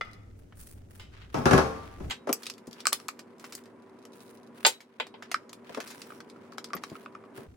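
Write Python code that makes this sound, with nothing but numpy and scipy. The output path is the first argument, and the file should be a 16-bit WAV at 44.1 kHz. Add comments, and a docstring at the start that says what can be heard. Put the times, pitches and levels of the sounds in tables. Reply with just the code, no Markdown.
"""A countertop in a small room, a stereo microphone close to an electric motor lying on it.
Wires are pushed into the motor's end compartment; let go, it rocks with heavy knocks that boom in the
counter. A small sheet-metal cover is picked up, clicked into place and screwed down, ringing the end
plate. Off to the side, cover and screwdriver clatter. Behind it all lies a low rumble or a faint hum."""
import sys
import numpy as np
from scipy import signal
from scipy.fft import rfft, irfft
from scipy.io import wavfile
from scipy.ndimage import uniform_filter1d

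SR = 44100
rng = np.random.default_rng(int(sys.argv[2]) if len(sys.argv) > 2 else 0)


def digitize_waveform(pressure):
    """Quantize a signal to 16-bit integers and store it at the path in sys.argv[1].

    Rows of a 2-D input are taken as channels; values are limited to [-1, 1].
    """
    field = np.atleast_2d(pressure).T
    bounded = np.clip(field, -1, 1)
    quanta = np.round(bounded * 32767).astype(np.int16)
    wavfile.write(sys.argv[1], SR, quanta)


N = 333396
RING_SAMPLES, ONSET_SAMPLES = int(.6 * SR), int(.03 * SR)
TIME, RING_TIME = np.arange(N) / SR, np.arange(RING_SAMPLES) / SR
LEFT_RIGHT = np.array([[1], [-1]])


def undb(db):
    """Decibels to gain."""
    return 10 ** (np.asarray(db) / 20)


def unit(x):
    """Scale to rms 1."""
    return x / np.sqrt(np.mean(x ** 2))


def fade(t60):
    """Exponential decay, 60 dB in t60 seconds."""
    return np.exp(-np.log(1000) * RING_TIME / max(t60, 1e-3))


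def rise(build_s):
    """Onset that climbs towards 1 with time constant build_s."""
    return 1 - np.exp(-RING_TIME / build_s)


def gate(start_s, end_s, attack_s, release_s):
    """Envelope that swells from start_s, holds until end_s and dies away."""
    swell = 1 - np.exp(-np.maximum(TIME - start_s, 0) / attack_s)
    return swell * np.exp(-np.maximum(TIME - end_s, 0) / release_s)


def add(track, s, sound):
    """Mix a sound into the track at time s."""
    start = max(int(s * SR), 0)
    track[:, start:start + sound.shape[1]] += sound[:, :N - start]


def noise(colour, width, size=RING_SAMPLES, ripple_db=0):
    """Stereo noise with a (Hz, dB) spectrum, rippled by a struck object's many narrow resonances."""
    hz, db = np.transpose(colour)
    f = np.maximum(np.fft.rfftfreq(size, 1 / SR), 1)
    grid = np.geomspace(200, SR / 2, num=260)
    ripple = ripple_db * np.interp(f, grid, rng.standard_normal(len(grid)))
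    spectrum = undb(np.interp(np.log(f), np.log(hz), db) + ripple)
    mid, side = rfft(rng.standard_normal((2, size))) * spectrum
    side = side * width * f ** 2 / (f ** 2 + 220 ** 2)  # long waves reach both capsules alike
    return unit(irfft(np.array([mid + side, mid - side]), size))


def ring(modes, detune, phase_spread, spot_db, t60_scale=1):
    """Struck modes; each blow lands on a new spot, and short waves reach the capsules out of phase."""
    out = 0
    for hz, db, t60 in modes:
        pitch, weight, skew = rng.standard_normal(3)
        skew = phase_spread * skew * hz / np.hypot(hz, 600)
        phase = 2 * np.pi * hz * (1 + detune * pitch) * RING_TIME + skew * LEFT_RIGHT
        gain = rng.choice([-1, 1]) * undb(db + spot_db * weight)
        out = out + gain * fade(t60 * t60_scale) * np.sin(phase)
    return out / np.sqrt(np.sum(undb(np.array(modes)[:, 1]) ** 2) / 2)


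def radiate(x, lowest_hz):
    """An object gives off little sound at wavelengths much longer than itself."""
    return signal.sosfilt(signal.butter(2, lowest_hz, "high", fs=SR, output="sos"), x)


def set_bands(blow, edges_hz, levels_db):
    """Scale each band of a blow so that its first 30 ms have the given rms level."""
    out = 0
    for k, db in enumerate(levels_db):
        band = blow
        if k > 0:
            band = signal.sosfilt(signal.butter(4, edges_hz[k - 1], "high", fs=SR, output="sos"), band)
        if k < len(edges_hz):
            band = signal.sosfilt(signal.butter(4, edges_hz[k], fs=SR, output="sos"), band)
        out = out + band * undb(db) / np.sqrt(np.mean(band[:, :ONSET_SAMPLES] ** 2))
    return out


def reflect(x, db, t60, build_s):
    """Echoes of a sound from counter, housing and wall, different at each capsule."""
    echoes = rng.standard_normal((2, RING_SAMPLES)) * fade(t60) * rise(build_s)
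    echoes = undb(db) * echoes / np.sqrt(np.sum(echoes ** 2) / 2)
    return signal.fftconvolve(x, echoes, axes=1)[:, :RING_SAMPLES]


def scatter(colour, db, t60, build_s):
    """The room's answer to a blow: a wide wash of noise that builds quickly and dies away."""
    return undb(db) * noise(colour, width=1, ripple_db=4) * fade(t60) * rise(build_s)


# spectrum of a low rumble: (frequency [Hz], level [dB])
RUMBLE_COLOUR = [(20, -0.5), (40, -32), (58, 9), (75, -4), (95, 6), (130, -8.5), (250, -9.5), (400, -16),
                 (800, -27), (2000, -65.5), (6000, -44), (16000, -56)]
def room_rumble():
    """Low room tone all around the microphone."""
    return undb(-50.5) * noise(RUMBLE_COLOUR, width=1, size=N)


# modes of the end plate, damped by the fingers: (frequency [Hz], level [dB], t60 [s])
PLATE_MODES = [(1150, 0, .02), (1275, 1, .022), (1465, -5, .018), (2410, -5, .018), (3080, -10, .018),
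               (3830, -11, .02), (4860, -7, .02), (5060, -7, .032), (7520, -8, .03), (8100, -11, .025),
               (9600, -8, .025), (13500, -13, .018)]
# its dense upper modes: (frequency [Hz], level [dB])
PLATE_COLOUR = [(100, -17), (300, -4.5), (800, -7.5), (1300, -10), (2000, -4), (5000, 3.5), (6200, -2),
                (9500, -7), (11200, -7.5), (15000, -16)]
def plate_strike(levels_db, contact_t60, ring_db=-10.5, soft_s=.00028):
    """Metal meets the end plate close by: crack, brief ring, echoes. Levels are low, mid and high."""
    crack = noise(PLATE_COLOUR, width=.4, ripple_db=3) * fade(contact_t60)
    ring_gain = undb(ring_db) * min(contact_t60 / .012, 1) ** .5  # a brief contact rings less
    plate = ring_gain * ring(PLATE_MODES, detune=.025, phase_spread=.45, spot_db=2.5)
    direct = radiate((crack + plate) * rise(soft_s), lowest_hz=480)
    # small surfaces close by throw back mostly the short waves
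    near = reflect(radiate(direct, lowest_hz=1500), db=-6, t60=.095, build_s=.003)
    far = reflect(direct, db=-26, t60=.45, build_s=.012)
    return set_bands(direct + near + far, edges_hz=[1900, 6500], levels_db=levels_db)


# a wire nut springing against the housing: (frequency [Hz], level [dB], t60 [s])
CLINK_MODES = [(1345, 0, .1), (1900, -7, .08), (2065, 0, .11), (2930, -8, .08), (3415, -7, .07)]
def wire_nut_clink():
    """A wire nut slips and sets the housing and the room ringing."""
    out = np.zeros((2, N))
    modes = ring(CLINK_MODES, detune=.002, phase_spread=.5, spot_db=1)
    housing = undb(-30) * radiate(modes, lowest_hz=500)
    tap = plate_strike([-37, -51, -74], contact_t60=.049, ring_db=-4.5)
    room = reflect(tap + housing / 2, db=-8, t60=.65, build_s=.0046)
    add(out, .0107, tap + housing + room)
    return out


# gritty slips of wire, cover and screw: (start [s], end [s], rate [1/s], level [dB])
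GRIT_SPELLS = [(.04, .16, 34, -53.5), (2.36, 2.82, 15.4, -47), (3.38, 3.701, 42, -57),
               (3.78, 4.5, 21, -55.5), (5.68, 6.2, 70, -57), (6.2, 6.5, 36, -64), (6.5, 7.15, 24, -57.5)]
def grit():
    """Edges and threads catch and let go at random, each slip a tiny tick on the plate."""
    out = np.zeros((2, N))
    for start_s, end_s, rate, db in GRIT_SPELLS:
        slips = (rng.random(N) < rate / SR) * (TIME > start_s) * (TIME < end_s)
        slips = slips * undb(4.5 * rng.standard_normal(N).clip(-2, 2))
        tick = noise(PLATE_COLOUR, width=1, ripple_db=1.5) * fade(.014)
        tick = radiate(tick + reflect(tick, db=-4.5, t60=.089, build_s=.0023), lowest_hz=1990)
        out += undb(db) * signal.oaconvolve(slips[None], tick[:, :4 * ONSET_SAMPLES], axes=1)[:, :N]
    return out


def slipping(rate_hz, spread_db):
    """Gain that moves at random from one small slip to the next."""
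    size = max(int(SR / rate_hz), 1)
    steps = undb(spread_db * rng.standard_normal(N // size + 1).clip(-2.3, 2.3))
    return unit(uniform_filter1d(steps.repeat(size), size=size)[:N])


# strokes of fingers, wires and housing: (start [s], end [s], rub level [dB], hiss level [dB])
STROKES = [(0.365, 0.385, -81, -63), (0.552, 0.723, -65.5, -51.5), (0.888, 1.004, -67.5, -60),
           (1.118, 1.245, -58, -87), (1.319, 1.443, -54, -60.5), (1.56, 2.102, -60.5, -72),
           (2.306, 2.477, -58, -58), (2.71, 2.83, -58, -70), (2.931, 3.02, -64, -68),
           (3.397, 3.588, -61, -62.5), (4.118, 4.345, -71, -65), (4.54, 4.657, -55, -58.5),
           (5.223, 5.255, -53.5, -90), (5.643, 5.83, -51.5, -64), (5.82, 6.16, -58.5, -59),
           (6.32, 6.48, -70, -83.5), (6.804, 7.03, -60.5, -64.5), (7.34, 7.378, -48, -51)]
def rubbing():
    """Skin, insulation and housing slide in tiny slips: each stroke is a dull rub and a fine hiss."""
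    rub_gain, hiss_gain = undb(-71.5), undb(-85)  # hands never rest entirely
    for start_s, end_s, rub_db, hiss_db in STROKES:
        motion = gate(start_s, end_s, attack_s=.028, release_s=.025)
        rub_gain = rub_gain + undb(rub_db) * motion
        hiss_gain = hiss_gain + undb(hiss_db) * motion
    slips = slipping(rate_hz=900, spread_db=4.5) * slipping(rate_hz=120, spread_db=3.5)
    rub_colour = [(300, -30), (800, -7), (1300, 0), (2500, -5), (5000, -14), (8000, -24.5),
                  (16000, -57.5)]
    hiss_colour = [(1500, -27.5), (4500, 0), (7000, 2), (10000, 9), (12500, 0), (15500, 5.5)]
    rub = rub_gain * noise(rub_colour, width=.95, size=N)
    hiss = hiss_gain * noise(hiss_colour, width=.94, size=N)
    return slips * (rub + hiss)


# contacts on the end plate: (time [s], level [dB], brightness [dB], contact t60 [s])
PLATE_CLICKS = [(0.5233, -80, -22.5, .028), (2.3283, -38, 8, 0.002), (2.5799, -63.5, -2, 0.038),
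                (2.6702, -62.5, 4, .055), (2.855, -40, -7, 0.0022), (2.8691, -28.5, -0.5, 0.0041),
                (2.924, -46.5, -8, 0.081), (2.929, -31.5, 3, 0.011), (3, -58, -3, 0.0094),
                (3.0832, -46.5, 4, 0.014), (3.0872, -46.5, -10.5, 0.0093), (3.1914, -53.5, -1.5, 0.047),
                (3.3961, -61.5, 0, 0.047), (3.4413, -54, -8, 0.05), (3.5229, -51, 0.5, 0.082),
                (3.5507, -54.5, 11.5, 0.02), (3.656, -66.5, -3.5, 0.043), (4.0518, -61, -1, 0.019),
                (4.8043, -58.5, -4, 0.086), (5.0672, -58.5, -5, 0.043), (5.2232, -54.5, -9.5, 0.072),
                (5.3147, -42, -3, 0.037), (5.3432, -39.5, -14, 0.0017), (5.53, -53.5, 0, 0.02),
                (5.7464, -50, -7.5, 0.023), (5.8023, -46.5, -4.5, 0.067), (5.873, -53.5, 2, 0.14),
                (5.9017, -52, -3, 0.15), (6.2036, -56.5, -7.5, 0.027), (6.5814, -47, -7.5, 0.023),
                (6.733, -46.5, -10.5, 0.0089), (6.7658, -53.5, -9, 0.055), (6.8365, -47, -7.5, 0.024)]
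def clicks():
    """Cover, screw and screwdriver tip strike the plate; hard contacts tilt towards the treble."""
    out = np.zeros((2, N))
    for s, db, bright_db, contact_t60 in PLATE_CLICKS:
        add(out, s, plate_strike([db - 2 - bright_db, db, db - 1.5 + bright_db], contact_t60))
    return out


# modes of tools and cover lying loose: (frequency [Hz], level [dB], t60 [s])
TOOL_MODES = [(530, -6, .09), (590, -8, .08), (775, -1, .09), (895, 3, .085), (1005, -4, .08),
              (1505, -3, .09), (2030, -3, .1), (2079, -8, .17), (2390, -3, .1), (2461, -4, .09),
              (3100, -2, .08), (3500, -4, .07), (3861, -13.5, .26), (4281, -5, .1), (4799, -2, .09),
              (6622, -6, .09), (7442, -4, .1)]
# their dense upper modes: (frequency [Hz], level [dB])
TOOL_COLOUR = [(100, -25), (250, -9.5), (500, 3), (900, -8.5), (1250, -7.5), (2000, -4.5), (3200, -1),
               (7000, -15), (9500, -24.5), (15500, -30.5)]
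# loose parts moved: (time [s], low [dB], mid [dB], high [dB], top [dB], chatter t60 [s])
TOOL_CLACKS = [(0.9966, -61, -50, -56, -81, 0.32), (1.1489, -80, -66, -98, -90, 0.92),
               (1.2177, -80, -56.5, -77, -79, 0.12), (2.099, -68, -42.5, -67, -49.5, 0.15),
               (2.108, -52, -33.5, -39, -55, 0.14), (4.649, -30.5, -19.5, -22, -49, 0.065),
               (4.6635, -27.5, -27, -22.5, -26, 0.12), (4.9991, -37, -32, -46.5, -59, 0.11),
               (5.1405, -51.5, -54, -76, -87, 0.13)]
def tool_clatter():
    """Tools and cover chatter and ring on the counter, off to the side of the microphone."""
    out = np.zeros((2, N))
    for s, *levels_db, t60 in TOOL_CLACKS:
        chatter = noise(TOOL_COLOUR, width=.8, ripple_db=4) * fade(t60)
        metal = undb(-2) * ring(TOOL_MODES, detune=.004, phase_spread=.9, spot_db=2)
        room = scatter(TOOL_COLOUR, db=-16.5, t60=.2, build_s=.01)
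        clack = radiate(chatter + metal + room, lowest_hz=342)
        add(out, s, set_bands(clack, edges_hz=[1100, 4200, 8500], levels_db=levels_db))
    return out


# modes of the countertop loaded by the motor: (frequency [Hz], level [dB], t60 [s])
COUNTER_MODES = [(73, -7.5, 0.38), (102, -13, 0.16), (141.3, 1, 0.21), (236.7, -3, 0.25),
                 (301.6, -8.5, 0.31), (385, 0.5, 0.19), (384, -3, 0.14), (445, -6, 0.47), (531.3, -5, 0.34),
                 (656.5, -6.5, 0.33), (867, -9.5, 0.3), (1082, -3, 0.45), (1182, -9, 0.73),
                 (1300, 5.5, 0.16), (1668, -2, 0.21), (2660, -11, 0.12), (3230, -19, 0.049)]
# its dense upper modes: (frequency [Hz], level [dB])
COUNTER_COLOUR = [(25, -12.5), (60, -2.5), (140, 5), (400, 0.5), (800, 2), (1400, 1.5), (2200, -13),
                  (2900, -21), (4300, -23.5), (5600, -20.5), (8000, -31.5), (11000, -32), (15500, -48.5)]
# the motor rocking: (time [s], level [dB], boom above that level [dB], nominal t60 [s])
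MOTOR_KNOCKS = [(1.342, -29.5, -6, 0.48), (1.368, -37, 6, 0.4), (1.413, -39.5, -10, 0.13),
                (1.455, -20.5, -2.5, 0.35), (1.509, -21, -7.5, 0.28), (1.531, -20.5, 1, 0.38),
                (1.577, -21.5, -20, 0.26), (2.002, -44, 2.5, 0.35), (2.271, -33, -26.5, 0.11),
                (2.29, -27.5, -18, 0.088), (2.674, -49.5, 3, .088), (5.693, -46, -11, 0.095),
                (5.772, -34, -25, 0.076), (6.745, -43.5, -0.5, .08), (6.915, -48.5, 5.5, 0.073),
                (7.376, -46, -4.5, 0.16)]
def motor_knocks():
    """The heavy motor drops on its rim close by: a crack, the counter booms, the housing rattles."""
    hard_knock_db, rattle_growth, held_rattle_db = -17.5, .28, -7.5
    out = np.zeros((2, N))
    for s, db, boom_db, t60 in MOTOR_KNOCKS:
        # a free drop is hard and shakes the whole counter, a held one is soft and sounds from one spot
        freedom = min(t60 / .2, 1)
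        rim = noise(COUNTER_COLOUR, width=.6, ripple_db=4) * fade(.03)
        crack = undb(8) * freedom ** 2 * radiate(rim, lowest_hz=900)
        rattle = noise(COUNTER_COLOUR, width=1.1 * freedom, ripple_db=3.5) * fade(t60 * .8)
        counter = undb(-4) * ring(COUNTER_MODES, detune=.0047, phase_spread=.9 * freedom,
                                  spot_db=3, t60_scale=t60 / .24)
        room = scatter(COUNTER_COLOUR, db=-11.5, t60=t60 * 2.27, build_s=.0065)
        blow = (crack + rattle + counter + room) * rise(.0012)
        blow = radiate(blow, lowest_hz=17 / t60)  # brief contacts move no deep bass
        # the rattle grows faster than the knock, and a firm hand stills it
        rattle_db = db - 1.5 + rattle_growth * (db - hard_knock_db) + held_rattle_db * (1 - freedom)
        levels_db = [db + boom_db, db, rattle_db, rattle_db - 9.5]
        add(out, s, set_bands(blow, edges_hz=[260, 800, 2500], levels_db=levels_db))
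    return out * undb(1.2 * LEFT_RIGHT)  # a little left of centre


def motor_roll():
    """The motor rolls a little on its side and the counter rumbles."""
    motion = gate(start_s=1.957, end_s=2.1, attack_s=.034, release_s=.0092)
    return undb(-38) * motion * noise(RUMBLE_COLOUR, width=.88, size=N)


# air noise of the hum: (frequency [Hz], level [dB])
HUM_COLOUR = [(30, -48.5), (62, -44), (100, -12.5), (180, -7), (235, 0.5), (320, -2.5), (430, -4.5),
              (560, -7.5), (790, -14), (1000, -12), (2300, -26.5), (4000, -45), (10000, -44.5),
              (16000, -69)]
# its tones: (frequency [Hz], level against the air noise [dB])
HUM_TONES = [(107.7, -21), (236.9, -6.5), (387.6, -7), (473.7, -14), (985, -16)]
# its course, dipping briefly after the loudest clatter: (time [s], level [dB])
HUM_LEVEL = [(2.1, -55), (4.6, -53.5), (4.88, -62.5), (5.1, -55), (6.2, -52), (7.45, -52)]
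def room_hum():
    """A faint fan-like hum in the background: air noise and a few wavering tones."""
    hum = noise(HUM_COLOUR, width=.52, size=N)
    for hz, db in HUM_TONES:
        waver = np.cumsum(rng.standard_normal(N)) * .01418
        hum = hum + undb(db) * np.sqrt(2) * np.sin(2 * np.pi * hz * TIME + waver)
    times_s, levels_db = np.transpose(HUM_LEVEL)
    return undb(np.interp(TIME, times_s, levels_db)) * hum


# very high, brief rings: (time [s], pitch [Hz], level [dB])
HIGH_RINGS = [(2.329, 13900, -20.5), (6.752, 13100, -36)]
def high_rings():
    """A very high, thin tone rings briefly, the first with the sharp click at 2.33 s."""
    out = np.zeros((2, N))
    for s, hz, db in HIGH_RINGS:
        narrow_band = [(hz * .85, -45), (hz * .96, -8), (hz, 0), (hz * 1.04, -8), (hz * 1.15, -45)]
        add(out, s, undb(db) * noise(narrow_band, width=.8) * fade(t60=.04))
    return out


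# edges catching: (time [s], level [dB])
EDGE_CATCHES = [(2.4324, -46), (2.4561, -48), (2.466, -38), (2.4987, -39.5), (2.8036, -46), (5.4933, -54),
                (6.0171, -46), (6.2986, -55.5), (6.6428, -43), (6.8985, -55.5)]
def edge_catches():
    """An edge of cover or screw catches and lets go with a thin tick."""
    out = np.zeros((2, N))
    for s, db in EDGE_CATCHES:
        add(out, s, plate_strike([db - 16, db - 3, db - 11.5], contact_t60=.029))
    return out


# the screwdriver tip rocking: (time [s], level [dB])
TIP_PINGS = [(6.103, -50.5), (6.12, -52), (6.3602, -60), (6.5236, -54.5), (6.7032, -52.5), (6.7371, -37.5),
             (6.953, -48.5), (7.0592, -46.5), (7.1495, -47), (7.238, -58.5)]
def screwdriver_pings():
    """The tip rocks in the screw head; the soft contact draws a dull ping from the plate."""
    out = np.zeros((2, N))
    for s, db in TIP_PINGS:
        add(out, s, plate_strike([db + 1, db - 20, db - 35], contact_t60=.01, ring_db=-8, soft_s=.003))
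    return out


def scene():
    """Handling in the foreground; behind it the rumble gives way to the hum, then returns."""
    humming = gate(start_s=2.11, end_s=7.465, attack_s=.0061, release_s=.0061)
    background = (1 - humming) * room_rumble() + humming * room_hum()
    handling = wire_nut_clink() + grit() + rubbing() + clicks() + tool_clatter()
    motor = motor_knocks() + motor_roll()
    fastening = high_rings() + edge_catches() + screwdriver_pings()
    return background + handling + motor + fastening


def record(dry):
    """The recorder behind the microphone cuts the top steeply."""
    top_hz = 16200
    return signal.sosfilt(signal.ellip(8, .2, 70, top_hz, fs=SR, output="sos"), dry)


dry = scene()
out = record(dry)
digitize_waveform(out)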